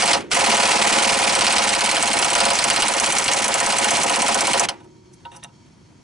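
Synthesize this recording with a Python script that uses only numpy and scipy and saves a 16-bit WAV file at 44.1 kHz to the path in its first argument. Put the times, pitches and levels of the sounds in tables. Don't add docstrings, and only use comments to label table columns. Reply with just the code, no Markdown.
import sys
import numpy as np
from scipy import signal
from scipy.fft import rfft, irfft
from scipy.io import wavfile
from scipy.ndimage import uniform_filter1d

SR = 44100
rng = np.random.default_rng(int(sys.argv[2]) if len(sys.argv) > 2 else 0)


def gain_from_db(level_db):
    decades = np.asarray(level_db, float) / 20
    return 10 ** decades


def store_wav(level_fs):
    pcm = np.round(np.clip(np.atleast_2d(level_fs), -1, 1) * 32767)
    wavfile.write(sys.argv[1], SR, pcm.T.astype(np.int16))


N = 265913
TIME_S = np.arange(N) / SR


def rms_one(x):
    return x / np.sqrt(np.mean(x ** 2) + 1e-20)


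def in_time(rows):
    s, *columns = np.transpose(rows)
    return [np.interp(TIME_S, s, column) for column in columns]


def at_hz(rows, hz, axis=1):
    rows = np.array(rows)
    return np.interp(np.log(hz), np.log(rows[:, 0]), rows[:, axis])


def clicks(times_s, sizes):
    out = np.full(N, 1e-18)
    index = (np.asarray(times_s) * SR).astype(int)
    np.add.at(out, np.clip(index, 0, N - 1), sizes)
    return out


def dies(x, t60_s):
    return signal.lfilter([1], [1, -gain_from_db(-60 / (t60_s * SR))], x)


def drift(hz):
    lowpass = signal.butter(2, hz, fs=SR, output="sos")
    return rms_one(signal.sosfilt(lowpass, rng.standard_normal(N)))


def halves(x, split_hz, order=2):
    filters = [signal.butter(order, split_hz, kind, fs=SR, output="sos") for kind in ("low", "high")]
    return [rms_one(signal.sosfilt(sos, x)) for sos in filters]


# (frequency [Hz], likeness near [0-1], likeness far [0-1], left lag [rad])
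PORTS = [(30, .55, .6, .2), (130, .9, 1, .3), (260, .7, 0.46, 1.1), (600, .9, 0.28, 1.15),
         (1200, .78, .4, 1.0), (2200, .8, .46, .8), (4900, .8, .72, .45), (11060, .76, .54, .4)]


def coloured(spectrum, peaks=(), peaks_db=0., far=False):
    hz = np.arange(N // 2 + 1) * SR / N + 1
    power = gain_from_db(at_hz(spectrum, hz)) ** 2
    for top_hz, width_hz, db in peaks:
        power += gain_from_db(db + peaks_db) ** 2 / (1 + (2 * (hz - top_hz) / width_hz) ** 2)
    alike = np.clip(at_hz(PORTS, hz, axis=1 + far), 0, 1)
    mid, side = rfft(rng.standard_normal((2, N)))
    pair = np.sqrt(1 + alike) * mid + np.sqrt(1 - alike) * side * np.array([[1], [-1]])
    if not far:
        pair[0] *= np.exp(-1j * at_hz(PORTS, hz, axis=3))
    return rms_one(irfft(np.sqrt(power) * pair, N))


def struck(modes, times_s, strength_db, spread_db, swell_s, dispersion):
    out = np.zeros((2, N))
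    chance = rng.standard_normal((len(times_s), len(modes)))
    for (hz, db, t60_s), luck in zip(modes, chance.T):
        turn = np.exp(2j * np.pi * hz / SR)
        swell = np.exp(-1 / (swell_s * SR))
        decay = gain_from_db(-60 / (t60_s * SR))
        hits = clicks(times_s, gain_from_db(strength_db + db + spread_db * luck))
        hits = hits * np.exp(1j * dispersion * (hz / 100) ** 2)
        sections = [[1 - swell, 0, 0, 1, -swell * turn, 0], [1, 0, 0, 1, -decay * turn, 0]]
        ring = signal.sosfilt(sections, hits)
        lag_rad = at_hz(PORTS, hz, axis=3)
        out += [(ring * np.exp(-1j * lag_rad)).real, ring.real]
    return out


# (frequency [Hz], level [dB/Hz])
YARD_SPECTRUM = [(20, -39), (59, -9), (141, -0.5), (336, -11), (404, -17.5), (2240, -29), (5640, -39),
                 (10900, -40.5)]
# (time [s], level [dB])
YARD_LEVEL = [(4.7, -51), (5, -53), (5.3, -50.5), (5.5, -51), (5.75, -49.5), (6.03, -50.5)]


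def yard_rumble():
    level_db = in_time(YARD_LEVEL)[0] + 1.34 * drift(32)
    return gain_from_db(level_db) * coloured(YARD_SPECTRUM, far=True)


# (frequency [Hz], width [Hz], level [dB])
LEAK = [(947, 44, -63.5), (2246, 140, -74), (3220, 110, -73), (4430, 360, -73.5), (5500, 150, -71.5),
        (6350, 150, -71.5), (7250, 830, -82)]


def air_leak():
    silence = [(20, -120), (20000, -120)]
    return gain_from_db(-61.5 + 1.5 * drift(7.5)) * coloured(silence, LEAK, peaks_db=60.0, far=True)


# (first blow [s], last blow [s], crack [dB], knuckle ring [dB], limiter duck [dB])
SPELLS = [(0.0208, .1303, -8, -20, 10), (.314, .314, -8.5, -49, 6.5), (.3604, .3604, -26.5, -16.5, 1),
          (0.4072, .674, -9, -20, 10.5), (0.7256, .9449, -13, -21, 10), (0.9928, 1.2364, -9.5, -22, 10.5),
          (1.2935, 1.6384, -6, -21.5, 9), (1.69, 1.8065, -9, -24, 11), (1.859, 1.9659, -7.5, -24, 10),
          (2.025, 2.025, -5.5, -22.5, 8), (2.0743, 2.3011, -7, -24, 11), (2.3512, 2.5023, -5, -21.5, 8.5),
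          (2.5874, 2.5874, -5, -24.5, 9), (2.6397, 2.881, -5.5, -24.5, 10), (2.9366, 3.1832, -8, -25.5, 13),
          (3.2403, 3.2405, -10, -32, 10), (3.279, 3.442, -6.5, -23.5, 6), (3.4793, 3.8434, -7, -21.5, 8),
          (3.9056, 4.1583, -7.5, -20, 7), (4.218, 4.5949, -6, -20.5, 10), (4.6865, 4.6867, -9, -28, -6)]
SPELL_BLOWS = [3, 1, 1, 6, 5, 6, 7, 3, 3, 1, 5, 4, 1, 5, 5, 1, 4, 7, 5, 7, 1]


def blows():
    rows = []
    for (first_s, last_s, *levels), count in zip(SPELLS, SPELL_BLOWS):
        rows += [(s, *levels) for s in np.linspace(first_s, last_s, count)]
    s, crack_db, ring_db, duck_db = np.transpose(rows)
    luck = rng.standard_normal((3, len(s)))
    crack_db = crack_db + 1.0 * luck[0]
    bright_db = 3 + 1.9 * s + 2.0 * luck[1]
    bright_db[-1] = 3.5
    duck_db = np.maximum(duck_db + 1.2 * luck[2], 0)
    return s, crack_db, bright_db, ring_db, duck_db


# (open [s], shut [s], hiss [dB], dying [dB/s])
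PULLS = [
    (-.1, .14, 2, 393),
    (.318, 4.652, 0.5, 1800),
    (4.69, 4.692, -12.5, 450),
]


def trigger(share):
    pulls = []
    for on_s, off_s, db, dying_db_per_s in PULLS:
        opening = (TIME_S - on_s) * 2200
        closing = (off_s - TIME_S) * dying_db_per_s * share
        pulls.append(db + np.minimum(0, np.minimum(opening, closing)))
    return np.max(pulls, axis=0)


def since_blow(s):
    return TIME_S - np.r_[-1, s][np.searchsorted(s, TIME_S)]


# (time [s], exhaust hiss [dB], housing shudder [dB])
EFFORT = [(0, -19.5, -33), (.33, -16.5, -33), (.5, -16.5, -30), (1, -16, -30.5), (1.5, -19.5, -32.5),
          (2.5, -21, -34), (3.5, -21, -34.5), (4, -19.5, -31), (4.6, -22, -32)]
# (frequency [Hz], level [dB/Hz])
HISS = [(180, -49), (300, -18), (800, -7), (1660, -12), (2180, -5.5), (3690, -13), (8070, -14),
        (10900, -20.5)]


def exhaust(s):
    stall_s, stall_width_s, stall_db = 0.028, 0.0069, 8
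    sag_db = stall_db * np.exp(-((since_blow(s) - stall_s) / stall_width_s) ** 2)
    level_db = in_time(EFFORT)[0] + trigger(1) - sag_db
    return gain_from_db(level_db + 2.0 * drift(42)) * coloured(HISS)


# (frequency [Hz], level [dB/Hz])
SHUDDER = [(20, -58.5), (49, -18.5), (172, -5), (215, -9.5), (304, 3), (480, -2.5), (620, -7), (1060, -120)]
# (frequency [Hz], width [Hz], level [dB])
HOUSING = [(222, 25, 2.5)]
# (frequency [Hz], level over shudder [dB], t60 [s])
THUD = [(219, 4, .14), (160, -7, 0.064)]
BOUNCE_S = .0295


def housing(s):
    jolt_s, jolt_db, settle_share = 0.02, 7, 0.14
    held = uniform_filter1d((since_blow(s) < jolt_s) * 1., size=300)
    level_db = in_time(EFFORT)[1] + trigger(settle_share) - jolt_db * held
    shudder = gain_from_db(level_db + 1.17 * drift(25)) * coloured(SHUDDER, HOUSING)
    thud_db = level_db[((s + BOUNCE_S) * SR).astype(int)]
    return shudder + struck(THUD, s + BOUNCE_S - .006, thud_db, spread_db=1.0, swell_s=0.0074, dispersion=0)


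# (time [s], crack [dB], brightness [dB])
STRAYS = [
    (.207, -25, -3),
    (.334, -11, -1),
    (2.532, -13, 4),
    (2.5533, -15, 6),
    (4.6396, -22.5, -1.5),
    (4.648, -28, 0),
]


def knocks(s):
    lift_s, longest_turn_s = .018, .07
    running = np.diff(s) < longest_turn_s
    rows = [(t + BOUNCE_S, -18, 1.5) for t in s[:-1][running]]
    rows += [(t - lift_s, -14, -2) for t in s[1:][running]]
    rows = rows + rng.standard_normal((len(rows), 3)) * [.0012, 2.5, 2.0]
    return np.r_[rows, STRAYS].T


# (frequency [Hz], level [dB/Hz])
CRACK = [(530, -20), (900, -14), (1500, 0.5), (1650, -17.5), (2190, -4), (3680, -11.5), (8050, -18),
         (10900, -6.5)]
# (frequency [Hz], width [Hz], level [dB])
SOCKET = [(2037, 125, -21.5), (2565, 20, 0), (2862, 22, 4.5), (3286, 54, -3), (4213, 26, 4.5),
          (5130, 730, 1.5), (6047, 193, 4), (6600, 87, -1), (7680, 330, -3.5), (9130, 120, -6)]
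# (frequency [Hz], level [dB/Hz])
UNDERBODY = [(300, -20), (700, -2.5), (1500, -3), (2500, -5), (4000, -16), (8000, -30)]


def anvil_crack(s, force_db, bright_db, back):
    back_s, back_db, back_bright_db = back
    dull, bright = halves(coloured(CRACK, SOCKET, peaks_db=5.5), 5500)
    bright_hit = clicks(s, gain_from_db(force_db + bright_db / 2 - 13.5))
    bright_hit += clicks(back_s, gain_from_db(back_db + back_bright_db / 2 - 6.5))
    dull_hit = clicks(s + 0.0011, gain_from_db(force_db - bright_db / 2 - 9.5))
    dull_hit += clicks(back_s, gain_from_db(back_db - back_bright_db / 2 - 10.0))
    rise = signal.lfilter(np.ones(50) / 50, 1, bright_hit)
    crack = bright * (0.42 * dies(rise, 0.06) + 1.69 * dies(rise, 0.038))
    crack += dull * (1.59 * dies(dull_hit, 0.052) + 0.53 * dies(dull_hit, 0.07))
    crack += coloured(UNDERBODY) * 0.1 * dies(dull_hit, 0.3)
    return crack * gain_from_db(1.6 * drift(250))


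# (frequency [Hz], level [dB], t60 [s])
PINGS = [(2250, -12.5, .03), (3100, -10, .03), (4250, -9, .02), (8140, -5.5, 0.032), (8320, -10.5, 0.023)]


def socket_pings(s, force_db, back):
    back_s, back_db, _ = back[:, :-len(STRAYS)]
    strength_db = np.r_[force_db - 8.0, back_db - 7.0]
    return struck(PINGS, np.r_[s, back_s], strength_db, spread_db=3.5, swell_s=0.0013, dispersion=.3)


# (frequency [Hz], level [dB], t60 [s])
KNUCKLE = [(449.7, -15.5, 0.095), (528.4, -10, 0.12), (555.2, -6, 0.12), (691.7, -2, .11),
           (761.6, -8, 0.14), (794, -8, .12), (833.5, -.6, 0.14), (914, -6, .11), (979, -3, .13),
           (1040, -11.5, 0.078), (1150, -12, 0.083), (1283, -8, .1), (1487, -8.5, 0.084), (1853, -7, 0.087)]


def knuckle_ring(s, db):
    return struck(KNUCKLE, s + 0.001996, db + 1.5, spread_db=1.86, swell_s=0.012, dispersion=.77)


# (frequency [Hz], level [dB/Hz])
BOOM = [(300, -32.5), (500, -5.5), (700, -2.5), (1000, -3.5), (1200, -11.5), (1900, -15), (2500, -57)]


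def disc_boom(s, db):
    swell_s, t60_s, same_share = .014, .085, .55
    hits, plate = clicks(s, gain_from_db(db + 7.5)), coloured(BOOM)
    age = np.arange(SR // 4) / SR
    shape = (1 - np.exp(-age / swell_s)) * gain_from_db(-60 * age / t60_s)
    same = signal.fftconvolve(hits[None], shape * plate[:, :len(age)], axes=1)[:, :N]
    fresh = plate * signal.fftconvolve(hits, shape)[:N]
    return np.sqrt(same_share) * same + np.sqrt(1 - same_share) * fresh


# (frequency [Hz], level [dB], t60 [s])
SPRING = [(322, -48.5, 3.4), (355, -48, 3), (374, -49, 4), (359, -53, 3.8), (506, -58, .8),
          (930, -49.5, 1.4), (700, -50.5, .5)]
RESTS = [
    0.19,
    4.6,
]


def spring_hum():
    return struck(SPRING, RESTS, 0, spread_db=1, swell_s=.02, dispersion=0) * gain_from_db(0.64 * drift(7))


# (frequency [Hz], level [dB], t60 [s])
LET_GO = [(3120, -19, 0.053), (2930, -19, 0.057), (1300, -25, 0.079), (950, -44, 0.35)]


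def socket_lets_go(s):
    return struck(LET_GO, s[-1:], 0, spread_db=1, swell_s=0.00074, dispersion=0)


def wrench(s, crack_db, bright_db, ring_db, duck_db):
    force_db = crack_db + 1.026 * duck_db
    shock_db = ring_db + .5 * duck_db
    back = knocks(s)
    air = exhaust(s) + housing(s)
    impact = anvil_crack(s, force_db, bright_db, back) + socket_pings(s, force_db, back)
    ring = knuckle_ring(s, shock_db) + disc_boom(s, shock_db) + socket_lets_go(s)
    return air + impact + ring


# (time [s], level [dB], brightness [dB], t60 [s], ring [dB])
TOUCHES = [(4.687, -20, 3, 0.032, -48), (4.73, -54, -10, 0.041, -69), (4.804, -57, -6, 0.085, -49),
           (4.846, -57, 0, .045, -55), (5.137, -58, 15, 0.076, -73), (5.21, -62, -3, .046, -75),
           (5.253, -48.5, -17, 0.07, -38.5), (5.318, -51, -6, 0.23, -49), (5.346, -53, -4, .19, -47),
           (5.365, -47, 17, 0.034, -48), (5.431, -47.5, -15, 0.031, -64), (5.437, -36, 9, 0.023, -63),
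           (5.446, -39, -7.5, 0.04, -45.5), (5.49, -66, -9, .036, -57), (5.664, -63, -9, .05, -73)]
# (frequency [Hz], level [dB/Hz])
SPANNER_BODY = [(500, -13), (1000, -4), (4000, -29), (5000, -8), (11000, -18)]
# (frequency [Hz], width [Hz], level [dB])
SPANNER_PEAKS = [(1800, 250, -4), (2800, 250, -2), (3700, 300, 0), (6000, 350, 0), (8500, 450, -2),
                 (10500, 500, -5)]
# (frequency [Hz], level [dB], t60 [s])
LIGHT = [(530, -3.5, 0.13), (700, -2, 0.11), (834, 0, 0.12), (940, 1, 0.19), (992, -1.5, .16),
         (1290, -3, .1), (1490, -4, .1)]
# (frequency [Hz], level [dB], t60 [s])
CLINK = [(1850, -6, .03), (2770, 0.5, 0.033), (3710, -1.5, 0.031), (5900, -5, 0.028), (8460, -5, 0.022),
         (10500, -10, 0.018)]


def spanner():
    split_hz = 4000
    dull, bright = halves(coloured(SPANNER_BODY, SPANNER_PEAKS), split_hz, order=6)
    scrape = np.zeros((2, N))
    for s, db, bright_db, t60_s, _ in TOUCHES:
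        rise_s = 0.0038 * gain_from_db(.7 * (-52 - db))
        near = slice(int((s - .03) * SR), int((s + .3) * SR))
        age = TIME_S[near] - s
        shape = np.where(age < 0, np.exp(np.minimum(age, 0) / rise_s), gain_from_db(-60 * age / t60_s))
        dull_part = gain_from_db(db - bright_db / 2) * dull[:, near]
        bright_part = gain_from_db(db + bright_db / 2) * bright[:, near]
        scrape[:, near] += shape * (dull_part + bright_part)
    touches = np.array(TOUCHES)
    ring = struck(LIGHT, touches[:, 0], touches[:, -1], spread_db=3.0, swell_s=0.0031, dispersion=.77)
    for s, db, bright_db, *_ in TOUCHES[4:]:
        tilted = [(hz, level_db + bright_db / 2 * np.sign(hz - split_hz), t60_s)
                  for hz, level_db, t60_s in CLINK]
        ring += struck(tilted, [s], db - 1.0, spread_db=3.5, swell_s=.001, dispersion=0)
    return scrape * gain_from_db(2.1 * drift(200)) + ring


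def limiter(s, duck_db):
    look_ahead_s, release_s = 0.003, 0.016
    let_go = np.exp(-(np.arange(SR // 10) / SR / release_s) ** 2)
    dip_db = signal.fftconvolve(clicks(s - look_ahead_s, 0.85 * duck_db), let_go)[:N]
    return gain_from_db(-uniform_filter1d(dip_db, size=60))


def scene():
    right_db = 1.5
    hits = blows()
    far = yard_rumble() + air_leak() + spring_hum()
    near = (wrench(*hits) + spanner()) * gain_from_db([[-right_db / 2], [right_db / 2]])
    return (near + far) * limiter(hits[0], hits[-1])


def low_pass(x):
    return signal.sosfilt(signal.butter(12, 12230, fs=SR, output="sos"), x)


def record(dry):
    limited = .62 * np.tanh(dry / .62)
    lowpass = signal.cheby2(20, 54, 11300, fs=SR, output="sos")
    return low_pass(signal.sosfilt(lowpass, limited))


dry = scene()
out = record(dry)
store_wav(out)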